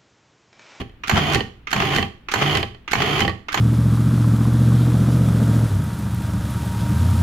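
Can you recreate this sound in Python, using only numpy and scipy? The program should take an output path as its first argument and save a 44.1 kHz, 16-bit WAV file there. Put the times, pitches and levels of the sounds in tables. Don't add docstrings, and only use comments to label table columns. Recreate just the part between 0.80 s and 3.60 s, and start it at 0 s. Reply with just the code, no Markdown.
import sys
import numpy as np
from scipy import signal
from scipy.fft import rfft, irfft, next_fast_len
from scipy.io import wavfile
from scipy.ndimage import uniform_filter1d, map_coordinates

SR = 44100
rng = np.random.default_rng(int(sys.argv[2]) if len(sys.argv) > 2 else 0)


def to_wav(sig):
    pcm = np.clip(np.atleast_2d(sig), -1, 1) * 32767
    pcm = np.round(pcm).astype(np.int16)
    wavfile.write(sys.argv[1], SR, pcm.T)


N = 123479

# start_s, power_off_s, run_down_s, chop_db, heave_db, settle_db, settle_fall_s
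PULSES = [(-.33, -.085, 0.13, 9, -24, -26, 0.063), (.296, .54, .11, .5, -16.5, -21.5, .045),
          (.93, 1.175, 0.12, 0.5, -26, -21.5, 0.035), (1.54, 1.77, .095, 1.5, -35, -25.5, 0.033),
          (2.134, 2.408, .11, 1.5, -28, -23, 0.069), (2.744, 3.0, .11, 2, -49, -29, .05)]
# pitch_hz, level_db, t60_s
BOWL_MODES = [(391, -6.5, 0.13), (794.5, -1, 0.16), (1142.7, -2.5, 0.1), (1850, -1.5, 0.051),
              (1974, -2, 0.057), (2610, -10, .1), (3046, 3.5, 0.036), (3140, -1.5, 0.03),
              (4167, -5.5, 0.033), (4350, -11.5, .04)]
# frequency_hz, correlation
STEREO_LIKENESS = [(60, 0.99), (150, .93), (300, 0.89), (600, 0.53), (1500, 0.2), (4000, 0.14),
                   (10000, 0.04)]


def amp(db):
    return 10 ** (np.asarray(db) / 20)


def unit(x):
    return x / np.sqrt(np.mean(x ** 2) + 1e-20)


def along(points, hz):
    f, v = np.transpose(points)
    return np.interp(np.log(hz + 1), np.log(f + 1), v)


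def wobble(rate):
    return map_coordinates(rng.standard_normal(int(N * rate / SR) + 4), [np.arange(N) * rate / SR])


def swell(age, rise_s, fall_s):
    attack = np.sin(np.pi / 2 * np.clip(age / rise_s, 0, 1)) ** 2
    return attack * np.exp(-(np.maximum(age - rise_s, 0) / fall_s) ** 1.77 / 2)


def filtered(x, response):
    size = x.shape[-1]
    padded = 2 * next_fast_len(size)
    return irfft(rfft(x, padded) * response(np.fft.rfftfreq(padded, 1 / SR)), padded)[..., :size]


def coloured(x, spectrum):
    def response(hz):
        cepstrum = irfft(np.log(amp(along(spectrum, hz))))
        cepstrum[1:len(cepstrum) // 2] *= 2
        cepstrum[len(cepstrum) // 2 + 1:] = 0
        return np.exp(rfft(cepstrum))
    return filtered(x, response)


def spread(pair):
    def mid_side_gains(hz):
        angle = np.arccos(np.clip(along(STEREO_LIKENESS, hz), -1, 1)) / 2
        return np.array([np.cos(angle), np.sin(angle)])
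    mid, side = filtered(pair, mid_side_gains)
    return np.array([mid + side, mid - side])


def noise(spectrum):
    return unit(spread(coloured(rng.standard_normal((2, N)), spectrum)))


def rumble(spectrum):
    x = noise(spectrum)
    power = uniform_filter1d((x ** 2).mean(0), size=1800)
    return x / np.sqrt(abs(power) + 1e-6)


def add(out, start_s, sound):
    part = out[:, max(round(start_s * SR), 0):][:, :sound.shape[1]]
    part += sound[:, :part.shape[1]]


def ringing(modes, pitch_hz=1500, focus_db=0):
    t = np.arange(SR // 4) / SR
    ring = 0
    for hz, db, t60 in modes:
        struck_db = db - focus_db * abs(np.log2(hz / pitch_hz)) + rng.normal(0, 2.9, (2, 1))
        phase = (1 - along(STEREO_LIKENESS, hz)) * rng.standard_normal((2, 1))
        ring += amp(struck_db - 60 * t / t60) * np.sin(2 * np.pi * hz * t + phase)
    return unit(ring)


def hits(cues, spectrum, gain_db, rise_s, t60, body_db, body_t60, ring_db, right_db):
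    out, t = np.zeros((2, N)), np.arange(SR // 4) / SR
    envelope = (1 - np.exp(-t / rise_s)) * (amp(-60 * t / t60) + amp(body_db - 60 * t / body_t60))
    for start_s, db, *_ in cues:
        crack = unit(spread(coloured(envelope * rng.standard_normal((2, len(t))), spectrum)))
        add(out, start_s, amp(db + gain_db) * (crack + amp(ring_db) * ringing(BOWL_MODES)))
    return out * amp(np.array([[-right_db], [right_db]]) / 2)


def room_tone():
    # frequency_hz, level_db
    floor_eq = [(25, -7), (60, -4), (110, -13.5), (170, -15), (320, -18.5), (550, -30.5), (1200, -30.5),
                (3000, -33), (5000, -50), (8000, -59), (16000, -55.5)]
    # pitch_hz, level_db
    mains_tones = [(59, -66), (118, -60)]
    t = np.arange(N) / SR
    air = amp(-47.5) * noise(floor_eq)
    return air + sum(amp(db + 0.67 * wobble(5.6)) * np.sqrt(2) * np.sin(2 * np.pi * hz * t)
                     for hz, db in mains_tones)


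def kitchen(x):
    # frequency_hz, t60_s
    decay_times = [(80, 0.17), (300, 0.38), (1000, 0.33), (3000, 0.34), (7000, 0.35), (14000, 0.29)]
    hz, t, bands = signal.stft(rng.standard_normal((2, SR * 3 // 4)), SR, nperseg=256)
    envelope = amp(-60 * t / along(decay_times, hz)[:, None]) * (1 - np.exp(-t / 0.003))
    tail = spread(signal.istft(bands * envelope, SR, nperseg=256)[1])
    return signal.fftconvolve(x, tail / np.linalg.norm(tail[0]), axes=1)[:, :N]


def drive():
    spin_up_s, unsteadiness = 0.027, 0.014
    t, speed, strength = np.arange(N) / SR, np.zeros(N), np.zeros(N)
    for on, off, run_down_s, chop_db, *_ in PULSES:
        spin_up = 1 - np.exp(-np.maximum(t - on, 0) / spin_up_s)
        pulse = spin_up * np.clip(1 - (t - off) / run_down_s, 0, 1)
        speed += pulse
        strength += amp(chop_db) * pulse ** 1.45
    return speed * (1 + unsteadiness * wobble(14)), strength


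def motor(speed, turns):
    # multiple_of_shaft_speed, level_db
    orders = [(2, -46.5), (3, -55), (5, -30), (7, -43.5), (13, -52), (26.4, -43.5), (39, -57), (50, -43.5)]
    hum = sum(amp(db + 1.9 * wobble(24.61)) * np.sin(2 * np.pi * (order * turns + rng.random()))
              for order, db in orders)
    return speed ** 2.2 * np.sqrt(2) * hum


def rocking():
    # frequency_hz, level_db
    shudder_eq = [(25, -27), (60, -7.5), (90, 1), (116, 0.5), (150, -16.5), (210, -3.5), (300, -25),
                  (420, -18.5), (600, -38), (1500, -72)]
    delay_s, rise_s, fall_s = 0.03, 0.035, 0.045
    t, envelope = np.arange(N) / SR, np.zeros(N)
    for _, off, *_ in PULSES:
        age = t - off - delay_s
        envelope += np.clip(age / rise_s, 0, 1) * np.exp(-np.maximum(age - rise_s, 0) / fall_s)
    return amp(-29) * envelope * rumble(shudder_eq)


def tumbling(speed):
    # frequency_hz, level_db
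    heave_eq = [(25, -51.5), (55, -7.5), (90, 1.5), (150, -2.5), (205, 0), (260, -16.5), (400, -24.5),
                (1000, -55.5)]
    tumble_eq = [(25, -24), (50, -14), (85, 4), (140, 1.5), (175, -5), (205, -3), (250, -10), (400, -9),
                 (600, -46.5), (1500, -87.5)]
    settle_eq = [(25, -21), (55, -25.5), (88, 6.5), (120, -2), (160, -9.5), (200, -4.5), (260, -9),
                 (380, -8.5), (550, -32), (1200, -70.5)]
    t, heave, settle = np.arange(N) / SR, np.zeros(N), np.zeros(N)
    for on, off, _, _, heave_db, settle_db, settle_fall_s in PULSES:
        heave += amp(heave_db) * swell(t - on - 0.023, rise_s=0.01, fall_s=0.04)
        settle += amp(settle_db) * swell(t - off + 0.015, rise_s=0.028, fall_s=settle_fall_s)
    return heave * rumble(heave_eq) + settle * rumble(settle_eq) + amp(-29.5) * speed * rumble(tumble_eq)


def lever():
    # start_s, level_db
    presses = [(0.235, -15.5), (0.87, -16), (1.485, -14.5), (2.077, -16), (2.684, -14)]
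    contacts = [(0.2732, -23), (0.2799, -16.5), (0.906, -25.5), (0.9138, -17.5), (1.5152, -18.5),
                (1.5203, -16.5), (2.1114, -19.5), (2.1174, -14), (2.7205, -24.5), (2.7276, -17.5)]
    releases = [(.524, -23.5), (.534, -21), (.546, -14.5), (1.148, -24), (1.162, -16), (1.751, -23.5),
                (1.771, -18.5), (2.394, -25.5), (2.405, -16.5)]
    # frequency_hz, level_db
    press_eq = [(180, -27), (300, -2.5), (574, -18.5), (1360, 3), (1720, -7), (2070, 0.5), (2790, -2.5),
                (3080, -6.5), (5080, -21), (5610, -18), (6960, -23.5), (7820, -40), (16000, -42)]
    snap_eq = [(300, 3), (800, -21.5), (1400, 9.5), (3000, 2.5), (5000, -1.5), (6800, -4.5), (8500, -14),
               (12500, -16), (16000, -24)]
    rebounds = [(start_s + 0.024, db - 12) for start_s, db in presses]
    down = hits(list(presses) + rebounds, press_eq, gain_db=-24, rise_s=0.0012, t60=0.062,
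                body_db=-16, body_t60=0.26, ring_db=-32, right_db=0.5)
    switch = hits(contacts, snap_eq, gain_db=-23, rise_s=0.001, t60=0.018,
                  body_db=-19, body_t60=0.17, ring_db=-11, right_db=0.5)
    up = hits(releases, snap_eq, gain_db=-18, rise_s=0.00077, t60=0.018,
              body_db=-19, body_t60=0.067, ring_db=-2.5, right_db=-0.5)
    return down + switch + up


def blade_knocks():
    # start_s, click_db, ring_db, ring_focus_hz
    knocks = [(.015, -33, -26, 463), (.096, -57, -43.5, 2430), (.556, -17, -14.5, 1828),
              (.594, -28.5, -35, 1140), (.606, -19.5, -28, 3030), (1.184, -17.5, -16.5, 1850),
              (1.227, -19.5, -23, 1145), (1.753, -17, -20, 3030), (1.829, -18.5, -30, 3100),
              (1.947, -41.5, -45, 2080), (2.42, -20.5, -15.5, 3100), (2.449, -21.5, -17, 790),
              (2.479, -19.5, -18.5, 1735), (2.495, -23, -20.5, 1145)]
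    # frequency_hz, level_db
    click_eq = [(150, -26), (400, 15.5), (1200, -1.5), (3100, 3), (3700, -7.5), (4600, -3), (5600, -22),
                (7000, -20.5), (9000, -34), (12500, -34), (16000, -49)]
    # pitch_hz, level_db, t60_s
    base_modes = [(88.6, -2.5, 0.14), (116.2, 3, 0.33), (208.5, -5.5, 0.042), (326.6, -0.5, 0.18),
                  (421, -8.5, 0.04)]
    out = hits(knocks, click_eq, gain_db=-18.5, rise_s=0.0012, t60=0.025,
               body_db=-11, body_t60=0.06, ring_db=-1.5, right_db=1)
    for start_s, _, ring_db, focus_hz in knocks:
        ring = amp(ring_db - 22) * ringing(BOWL_MODES, focus_hz, focus_db=22)
        thud = amp(ring_db - 21) * ringing(base_modes)
        add(out, start_s, ring + thud)
    return out


def drive_clacks():
    # start_s, level_db
    catches = [(0.295, -10), (0.929, -11), (1.538, -10.5), (2.132, -10), (2.743, -12)]
    # frequency_hz, level_db
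    clack_eq = [(88, -40.5), (150, -22), (291, -4), (534, -9), (730, 0.5), (1100, 1.5), (1290, -3),
                (1530, 1.5), (2060, 0.5), (3220, -13.5), (3920, -14), (4320, -5), (4950, -21.5),
                (6770, -10), (9440, -38), (12400, -17.5), (16000, -68)]
    first_s, bounce_s = 0.0015, 0.0024
    out = hits(catches, clack_eq, gain_db=-19.5, rise_s=0.0021, t60=0.022,
               body_db=-22, body_t60=0.24, ring_db=-8, right_db=2.5)
    impulse = np.eye(1, SR // 4)
    strike = unit(coloured(impulse, clack_eq))
    for start_s, db in catches:
        for delay_s in (first_s, first_s + bounce_s):
            add(out, start_s + delay_s * (1 + 0.073 * rng.standard_normal()), amp(db - 31) * strike)
    return out


def chunks():
    # start_s, level_db
    blows = [(.311, -21), (.357, -23), (.369, -22), (.375, -18), (.389, -25.5), (.941, -28), (.962, -23),
             (1.001, -20), (1.021, -22.5), (1.129, -32), (1.557, -23.5), (1.613, -22), (1.621, -20),
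             (1.635, -28), (1.705, -38), (2.152, -21), (2.202, -23.5), (2.219, -19.5), (2.774, -22.5)]
    # frequency_hz, level_db
    thwack_eq = [(100, -4), (350, 2), (550, -1), (800, 5), (1800, 1.5), (3100, 0.5), (4000, -10.5),
                 (6500, -17), (8500, -30.5), (16000, -35)]
    return hits(blows, thwack_eq, gain_db=-12, rise_s=0.00087, t60=0.035,
                body_db=1, body_t60=0.048, ring_db=-14.5, right_db=-5)


def chopping(speed, strength, turns):
    # frequency_hz, level_db
    wall_eq = [(120, -18.5), (200, -18), (240, -5.5), (278, -1.5), (322, -2), (380, 0.5), (424, 0.5),
               (519, -12.5), (777, -0.5), (883, -9.5), (1140, -2), (1560, -14.5), (1840, -6), (2470, -7.5),
               (2750, -9), (3070, -2.5), (3900, -19.5), (4430, -16.5), (5630, -26), (6760, -22.5),
               (7830, -37), (11900, -32), (16000, -41.5)]
    pieces_per_s, size_spread_db, blade_pass_db = 5000, 5.5, 1.5
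    struck = rng.random((2, N)) < pieces_per_s * speed / SR
    polarity = rng.choice([-1, 1], (2, N))
    sizes = amp(size_spread_db * np.clip(rng.standard_normal((2, N)), -2, 2))
    waves = amp(blade_pass_db * np.sin(2 * np.pi * 2 * turns) + 0.83 * wobble(110))
    wet_hiss = amp(-2) * rng.standard_normal((2, N))
    force = (unit(struck * polarity * sizes) + wet_hiss) * strength * waves
    wall = unit(spread(coloured(force, wall_eq)))
    bowl = ringing(BOWL_MODES, pitch_hz=3050, focus_db=3)
    ring = unit(signal.fftconvolve(force, bowl, axes=1)[:, :N])
    return amp(-27.5) * (wall + amp(-17) * ring)


def scene():
    # frequency_hz, left_minus_right_db
    balance = [(60, 1.5), (99, -1.5), (160, -3.5), (270, -0.5), (450, -4.5), (740, 3), (1220, -5.5),
               (2010, -5.5), (3330, -6), (5500, 0), (9080, -2.5), (15000, -3.5)]
    shaft_hz = 29.33
    speed, strength = drive()
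    turns = np.cumsum(speed) * shaft_hz / SR
    impacts = lever() + drive_clacks() + chunks() + blade_knocks()
    running = chopping(speed, strength, turns) + tumbling(speed) + rocking() + motor(speed, turns)
    direct = filtered(impacts + running, lambda hz: amp(along(balance, hz) * np.array([[1], [-1]]) / 2))
    return direct + amp(-9.5) * kitchen(direct) + room_tone()


def record(dry):
    return filtered(np.clip(dry, -1, 1), lambda hz: hz < 16200)


dry = scene()
out = record(dry)
to_wav(out)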